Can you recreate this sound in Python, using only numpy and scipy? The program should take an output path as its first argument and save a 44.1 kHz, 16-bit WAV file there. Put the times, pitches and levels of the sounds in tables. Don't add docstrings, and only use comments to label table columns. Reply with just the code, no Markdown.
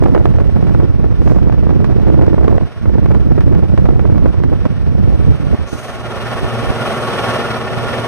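import sys
import numpy as np
from scipy.fft import rfft, irfft, next_fast_len
from scipy.io import wavfile
from scipy.ndimage import uniform_filter1d, map_coordinates

SR = 44100
rng = np.random.default_rng(int(sys.argv[2]) if len(sys.argv) > 2 else 0)


def generate_wav(sig):
    pcm = np.round(np.clip(np.atleast_2d(sig).T, -1, 1) * 32767).astype(np.int16)
    wavfile.write(sys.argv[1], SR, pcm)


N = 356063

# (time [s], fan level [dB], fin hiss level [dB])
NEARNESS = [(0, -37, -59.5), (1, -38, -62), (1.5, -36.5, -62.5), (3.5, -38, -61), (4.8, -37.5, -62),
            (5.25, -36, -58), (5.65, -31.5, -55), (5.72, -31.5, -43), (6.0, -26.5, -48.5),
            (6.4, -22.5, -43.5), (7.1, -20, -40), (7.3, -17, -39), (7.45, -21.5, -44), (8.07, -21.5, -43)]
# (time [s], share [0-1])
RING_SHARE = [(5.3, 0.55), (6.2, 1)]
# (centre [Hz], width [Hz], level [dB])
CABINET_MODES = [(328, 33, -4.5), (625, 310, 3), (1100, 37, -1.5), (1120, 40, 9), (1205, 45, -6.5),
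                 (1277, 80, 6.5), (1405, 78, 9.5), (1400, 35, -2), (1797, 77, 8.5), (3230, 550, 3),
                 (5330, 160, 5)]
# (frequency [Hz], level [dB per Hz])
FAN_COLOUR = [(40, -19), (100, 1), (165, -3.5), (225, -1.5), (300, -3.5), (400, -1.5), (700, -0.4),
              (950, -5.5), (1500, -9), (2100, -13), (3300, -15), (4400, -22), (5600, -25), (8000, -41),
              (12000, -74)]
# (frequency [Hz], level [dB per Hz])
FIN_COLOUR = [(1000, -44), (3000, 4.5), (5500, -6), (6500, -2.5), (9500, 3.5), (12000, -6.5), (15000, -11)]
# (frequency [Hz], level [dB per Hz])
KEEN_COLOUR = [(4500, -10), (5800, -9), (6400, -2), (7000, -11), (8500, -37)]
# (frequency [Hz], level [dB per Hz])
OUTLET_COLOUR = [(200, 4.5), (700, -34), (1500, 6), (2700, -8.5), (4000, -13), (5500, -6.5), (8000, -64)]
# (frequency [Hz], rms level [dB])
TONES = [(101.8, -43), (116, -32.5), (120, -34.5), (139.1, -38), (153.9, -44), (203.6, -42), (213.5, -49),
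         (222, -36.5), (231, -47), (239.5, -35.5), (258.6, -47.5), (290.5, -46.5), (359.5, -38), (379, -36),
         (406, -48), (416.5, -43.5), (433.5, -43.5), (461.3, -38.5), (475, -42.5), (535, -41.5),
         (572.8, -46), (581.2, -44), (604.6, -43), (618.7, -40.5), (683.7, -43.5), (810, -40.5), (877, -55),
         (958, -46), (1099, -38.5), (1120, -44), (1157, -43), (1261, -43), (1421, -41.5), (1502, -48),
         (1965, -52), (2200, -58), (2374, -58.5), (2476, -64), (2547, -56), (3058, -58), (4915, -65),
         (5459, -60)]
# (time [s], level [dB])
STREAM = [(0, -9.5), (0.8, -6.5), (0.95, -11.5), (1.27, -7), (1.8, -8.5), (2.25, -6.5), (2.64, -8),
          (2.7, -35), (2.82, -18.5), (2.87, -8), (3.7, -6.5), (4.27, -7.5), (4.72, -15), (5.0, -8.5),
          (5.3, -9.5), (5.63, -14), (5.69, -32.5), (6.3, -24), (8.07, -31.5)]
# (time [s], length [s], slow buffet [dB], fast flutter [dB])
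PUFFS = [(0.09, 0.49, -15, -18), (1.323, 0.13, -11, -15), (1.74, 0.15, -25, -19), (2.195, 0.39, -22, -13.5),
         (2.503, 0.17, -25, -15), (3.116, 0.061, -22, -17), (3.585, 0.058, -15, -24),
         (4.533, 0.022, -12, -9), (4.686, 0.044, -6, -15), (5.303, 0.057, -2.5, -24),
         (5.544, 0.041, -8.5, -15), (5.742, 0.036, -19, -21), (6.443, 0.04, -14.5, -23),
         (6.682, 0.06, -13, -21.5), (7.806, 0.22, -23, -42)]
# (time [s], length [s], level change [dB])
LULLS = [(0.25, 0.018, -8), (0.517, 0.032, -7), (1.166, 0.0069, -15), (2.297, 0.011, -12),
         (2.354, 0.012, -10), (2.599, 0.031, -16), (3.37, 0.012, -12), (3.426, 0.017, -8),
         (3.677, 0.057, -7), (3.762, 0.014, -11), (4.339, 0.026, -13), (4.685, 0.024, -24),
         (5.373, 0.066, -10.5), (5.57, 0.029, -29)]
# (time [s], level [dB], swirl decay [s], brightness [dB per octave])
SLAPS = [(0.023, -13.5, 0.0035, -4.5), (0.036, -16, 0.0036, 5), (0.058, -7.5, 0.004, -1),
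         (0.083, -18.5, 0.003, -5), (0.148, -4.5, 0.0036, 0), (0.16, -10.5, 0.0061, -1.5),
         (0.177, -11, 0.0016, 0.5), (0.256, -5.5, 0.0013, 1.5), (0.385, -15.5, 0.004, -1),
         (0.4, -16.5, 0.008, 2.5), (0.566, -18, 0.0097, 0), (0.625, -19, 0.0025, 0.5),
         (0.667, -18.5, 0.008, 2.5), (0.695, -19.0, 0.0021, 2), (0.747, -12.5, 0.0025, 0.5),
         (0.796, -14, 0.012, -1.5), (0.832, -24, 0.0023, -7.5), (1.041, -16, 0.0041, -1.0),
         (1.276, -14.5, 0.0032, 2.5), (1.296, -16.5, 0.0057, 2), (1.363, -19, 0.0022, -4.5),
         (1.498, -14, 0.0015, -2.5), (1.522, -15.5, 0.0077, 2.5), (1.692, -16.5, 0.0038, 0),
         (1.706, -17, 0.0033, 1.5), (1.843, -12, 0.005, 3.5), (1.896, -18.0, 0.01, -3),
         (2.074, -19, 0.0068, -1.5), (2.101, -15, 0.0017, -1.5), (2.22, -16.5, 0.0031, 4),
         (2.265, -20, 0.0022, 4.5), (2.33, -16.5, 0.004, -3), (2.38, -12.5, 0.0042, -3),
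         (2.443, -15.5, 0.0019, 4), (2.48, -9.5, 0.004, -0.5), (2.521, -20, 0.011, -3),
         (2.581, -11.5, 0.0023, -1.5), (2.611, -19.5, 0.0021, -0.5), (2.856, -16.5, 0.0032, 0),
         (2.982, -16.0, 0.0029, -1), (3.059, -14, 0.003, 1.5), (3.114, -15.5, 0.0053, 2.5),
         (3.146, -13.5, 0.0088, 2), (3.378, -12.5, 0.0069, -1), (3.407, -16, 0.0035, 5),
         (3.548, -15, 0.0076, 2), (3.776, -11.5, 0.0036, 3), (3.854, -13.5, 0.0079, 2),
         (3.888, -16, 0.0015, -4.5), (3.994, -12.5, 0.0026, 1), (4.052, -14.5, 0.0038, -1.5),
         (4.099, -19.0, 0.002, -3), (4.157, -19.5, 0.0032, -2), (4.18, -19, 0.0031, 2.5),
         (4.256, -9, 0.0065, -0.5), (4.343, -20.5, 0.0017, -1.5), (4.401, -21, 0.002, -4),
         (4.436, -12.5, 0.0038, 2), (4.534, -20, 0.0031, -4), (4.653, -11, 0.0054, 2),
         (5.528, -18.5, 0.0033, -5)]
# (frequency [Hz], level [dB per Hz])
SLAP_COLOUR = [(100, 8), (350, 26), (800, 12.5), (1400, 2), (2600, -11.5), (3500, -19.5), (5000, -26.5),
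               (14000, -51)]
# (frequency [Hz], level [dB per Hz])
BUFFET_COLOUR = [(15, -36), (30, -19), (60, 1), (90, -1), (150, -6.5), (250, -14.5), (500, -33),
                 (1000, -105)]
# (frequency [Hz], level [dB per Hz])
FLUTTER_COLOUR = [(80, -27), (200, -7), (320, 2.5), (480, -7), (700, -21.5), (1200, -31.5), (2500, -69)]
# (frequency [Hz], level [dB per Hz])
SPUTTER_COLOUR = [(120, -23), (350, 16), (650, 8.5), (1200, -7.5), (2000, -14), (3000, -27.5), (5000, -32),
                  (14000, -63)]
# (frequency [Hz], level [dB])
WHISK_COLOUR = [(1000, -5), (5500, 0), (15000, -24)]
# (frequency [Hz], likeness [0-1], left minus right [dB], left lead [rad])
SOUND_PAIR = [(50, .7, -3, 2.7), (130, .4, 0, .8), (260, .3, 0, .3), (400, .75, -1.5, .1),
              (900, .7, -1.5, .1), (1100, .93, -1, .05), (1500, .97, -1.5, -.15), (1850, .75, -1.5, 0),
              (2300, .45, 3, 1.3), (3000, .75, 0, 2.2), (4000, .65, 0, 4.4), (5100, .35, 0, 3.8),
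              (5600, .7, 0, .9), (7350, .98, 0, -3.14), (14700, .97, 0, -21.99)]
# (frequency [Hz], likeness [0-1], left minus right [dB], left lead [rad])
WIND_PAIR = [(30, 0.96, -4, -3), (205, 1, -5, -2.5), (400, .92, -5, -2.5), (735, 0.59, -4, -1.67),
             (980, 0.97, -4.5, -1), (2180, 0.69, -2, 1), (4440, 0.48, -5, 4), (14800, 0.45, -2, 8.5)]

SHAFT_HZ, FIRST_SWELL_S = 18.587, 0.034
COIL_FAN_DB = -20.5
KEEN_START_S, KEEN_RISE_S, KEEN_SETTLE_S = 5.66, 0.035, 0.18
KEEN_FLARE_DB = -41.5
KEEN_STEADY_DB = -6.5
PHASE_DRIFT_RAD = 0.12
FULL_STREAM_DB = -6
FLUTTER_GROWTH = 1.38
WHISK_AT_S, WHISK_LENGTH_S, WHISK_DB = 1.29, 0.17, -46
TOP_HZ = 15360


def fan(throb_db=1.36, hiss_throb_db=1.84, swirl_db=1.0, outlet_db=-50.5, drift_db=0.86):
    fan_db, fins_db = curves(NEARNESS)
    drift = drift_db * wobble(9)
    fan_db, fins_db = fan_db + drift, fins_db + drift
    throb = shaft() * (1 + 0.2 * wobble(7)) + 0.12 * wobble(10)

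    air = noise(FAN_COLOUR)
    ring_share = curves(RING_SHARE)[0]
    ringing_air = air + ring_share * (filtered(air, cabinet) - air)
    rush = even(ringing_air, size=4700) * amp(fan_db + swirl_db * wobble(90))
    roar = filtered(rush, lambda hz: 1 / (1 + (hz / 800) ** 4))
    blades = rush - roar

    hiss = noise(FIN_COLOUR) * amp(fins_db)
    hiss += noise(KEEN_COLOUR) * keen_gain(fins_db)
    hiss += noise(OUTLET_COLOUR) * amp(outlet_db)
    throbbing_rush = roar * amp(throb_db * throb / 2) + blades * amp(throb_db * throb)
    return throbbing_rush + hiss * amp(hiss_throb_db * throb)


def shaft():
    return np.cos(2 * np.pi * SHAFT_HZ * (np.arange(N) / SR - FIRST_SWELL_S))


def cabinet(hz, ripple_db=1):
    strong_db = sum(db / (1 + (2 * (hz - centre) / width) ** 2) for centre, width, db in CABINET_MODES)
    thicket = map_coordinates(rng.standard_normal(SR // 30), [hz / 30])
    thicket_share = np.interp(hz, [300, 1500, 6000, 10000], [0, 1, 0.7, 0.1])
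    return amp(strong_db + ripple_db * thicket * thicket_share)


def keen_gain(fins_db):
    age = np.maximum(np.arange(N) / SR - KEEN_START_S, 0)
    flare = np.minimum(age / KEEN_RISE_S, 1) * np.exp(-age / KEEN_SETTLE_S)
    return amp(KEEN_FLARE_DB) * flare + amp(fins_db + KEEN_STEADY_DB)


def compressor(hum_db=0.5, waver_db=2.0, throb_db=4.5, sway_s=0.00005, shiver_s=0.00003, left_db=1, falloff=1.27):
    fan_db, _ = curves(NEARNESS)
    swayed_time = np.arange(N) / SR + sway_s * wobble(3)
    turn_db = throb_db * shaft()
    hum = np.zeros(N)
    for hz, db in TONES:
        pulsing = np.clip(hz / 1400, 0.4, 1)
        cycles = hz * (swayed_time + shiver_s * wobble(30)) + rng.random()
        phase = 2 * np.pi * cycles + PHASE_DRIFT_RAD * wobble(7.3)
        hum += amp(db + waver_db * wobble(7) + pulsing * turn_db) * np.sin(phase)
    distance_db = falloff * np.minimum(fan_db - COIL_FAN_DB, 0)
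    sides = amp([[left_db], [-left_db]])
    return np.sqrt(2) * hum * amp(hum_db + distance_db) * sides


def wind(buffet_db=2, flutter_db=0.0, sputter_db=-8.5, lump_db=3.0, flutter_gust_db=6, sputter_gust_db=3, port_top=1.53):
    slow_db, fast_db = airflow()
    swirl = np.minimum(unit(0.6 * wobble(50) + wobble(140) + 0.55 * shaft()), 1.7)
    buffet = even(noise(BUFFET_COLOUR) * amp(lump_db * swirl), size=2600) * amp(slow_db + buffet_db)
    flutter = even(noise(FLUTTER_COLOUR) * amp(flutter_gust_db * swirl), size=2600) * amp(fast_db + flutter_db)
    sputter = even(small_eddies() * amp(sputter_gust_db * swirl), size=2600) * amp(fast_db + sputter_db)
    swings = buffet + flutter
    softened = swings / (1 + (swings / port_top) ** 4) ** (1 / 4)
    return softened + sputter + slaps() + whisk()


def airflow(flutter_db=-18, unrest_db=0.64):
    stream_db = curves(STREAM)[0] + unrest_db * wobble(15)
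    slow_power = amp(stream_db) ** 2
    fast_power = amp(flutter_db + FLUTTER_GROWTH * (stream_db - FULL_STREAM_DB)) ** 2
    for s, length, slow_db, fast_db in PUFFS:
        swell = bell(s, length)
        slow_power = slow_power + swell * amp(slow_db) ** 2
        fast_power = fast_power + swell * amp(fast_db) ** 2
    gaps_db = sum(db * bell(s, length) for s, length, db in LULLS)
    return 10 * np.log10(slow_power) + gaps_db, 10 * np.log10(fast_power) + gaps_db


def small_eddies(scatter_db=8.0, rate=180):
    slots = np.arange(int(N * rate / SR))
    at = ((slots + rng.random(len(slots))) * SR / rate).astype(int)
    strength = amp(scatter_db * np.minimum(rng.standard_normal(len(at)), 1.4))
    spikes = np.zeros((2, N))
    spikes[:, at] = strength * rng.choice([-1, 1], size=(2, len(at)))
    return unit(colour(spikes, SPUTTER_COLOUR))


def slaps(slap_db=22, spike_db=-2, swell=0.28):
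    size, lead = 4096, 512
    out = np.zeros((2, N + SR))
    t = np.maximum(np.arange(size) - lead, 0) / SR
    octaves = np.log2(np.clip(np.fft.rfftfreq(size, 1 / SR), 250, 5000) / 1000)
    for s, db, decay_s, bright_db in SLAPS:
        envelope = np.exp(-t / decay_s) * (1 - np.exp(-t / (swell * decay_s))) ** 2
        burst = rng.standard_normal((2, size)) * envelope
        burst /= np.linalg.norm(burst[0])
        burst[0, lead + round(decay_s * SR / 2)] += amp(spike_db) * rng.choice([-1, 1])
        spectrum = rfft(burst)
        spectrum /= np.sqrt(np.abs(uniform_filter1d(np.abs(spectrum) ** 2, size=60, axis=-1)))
        start = max(round((s - swell * decay_s / 2) * SR) - lead, 0)
        out[:, start:start + size] += irfft(spectrum * amp(db + bright_db * octaves))
    return amp(slap_db) * colour(out, SLAP_COLOUR)


def whisk(rough_db=1.0):
    rough_hiss = unit(noise(WHISK_COLOUR) * amp(rough_db * np.minimum(wobble(110), 1)))
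    return rough_hiss * amp(WHISK_DB) * bell(WHISK_AT_S, WHISK_LENGTH_S)


def stereo(x, pair):
    f, alike, balance_db, lead = np.transpose(pair)

    def blend(hz):
        share = np.interp(hz, f, alike)
        turn = amp(np.interp(hz, f, balance_db)) * np.exp(1j * np.interp(hz, f, lead))
        return np.array([share, np.sqrt(1 - share ** 2)]) * turn

    left = filtered(x, blend).sum(axis=0)
    return np.array([left, x[0]])


def amp(db):
    return 10 ** (np.asarray(db) / 20)


def unit(x):
    return x / np.sqrt(np.mean(x ** 2) + 1e-20)


def curves(rows):
    s, *columns = np.transpose(rows)
    return [np.interp(np.arange(N) / SR, s, column) for column in columns]


def wobble(rate):
    knots = rng.standard_normal(int(N * rate / SR) + 4)
    return unit(map_coordinates(knots, [np.arange(N) * rate / SR]))


def bell(s, length):
    return np.exp(-(2 * (np.arange(N) / SR - s) / length) ** 2)


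def filtered(x, response):
    m = next_fast_len(N + 8192)
    return irfft(rfft(x, m) * response(np.fft.rfftfreq(m, 1 / SR)), m)[..., :N]


def colour(x, points):
    f, db = np.transpose(points)
    return filtered(x, lambda hz: amp(np.interp(np.log(hz + 1), np.log(f), db)))


def noise(points):
    return unit(colour(rng.standard_normal((2, N)), points))


def even(x, size):
    local_power = np.abs(uniform_filter1d(x ** 2, size, axis=-1))
    return unit(x / np.sqrt(local_power + 0.1 * np.mean(x ** 2)))


def scene():
    return stereo(fan(), SOUND_PAIR) + compressor() + stereo(wind(), WIND_PAIR)


def record(dry):
    clipped = dry / (1 + np.abs(dry) ** 12) ** (1 / 12)
    return filtered(clipped, lambda hz: hz < TOP_HZ)


dry = scene()
out = record(dry)
generate_wav(out)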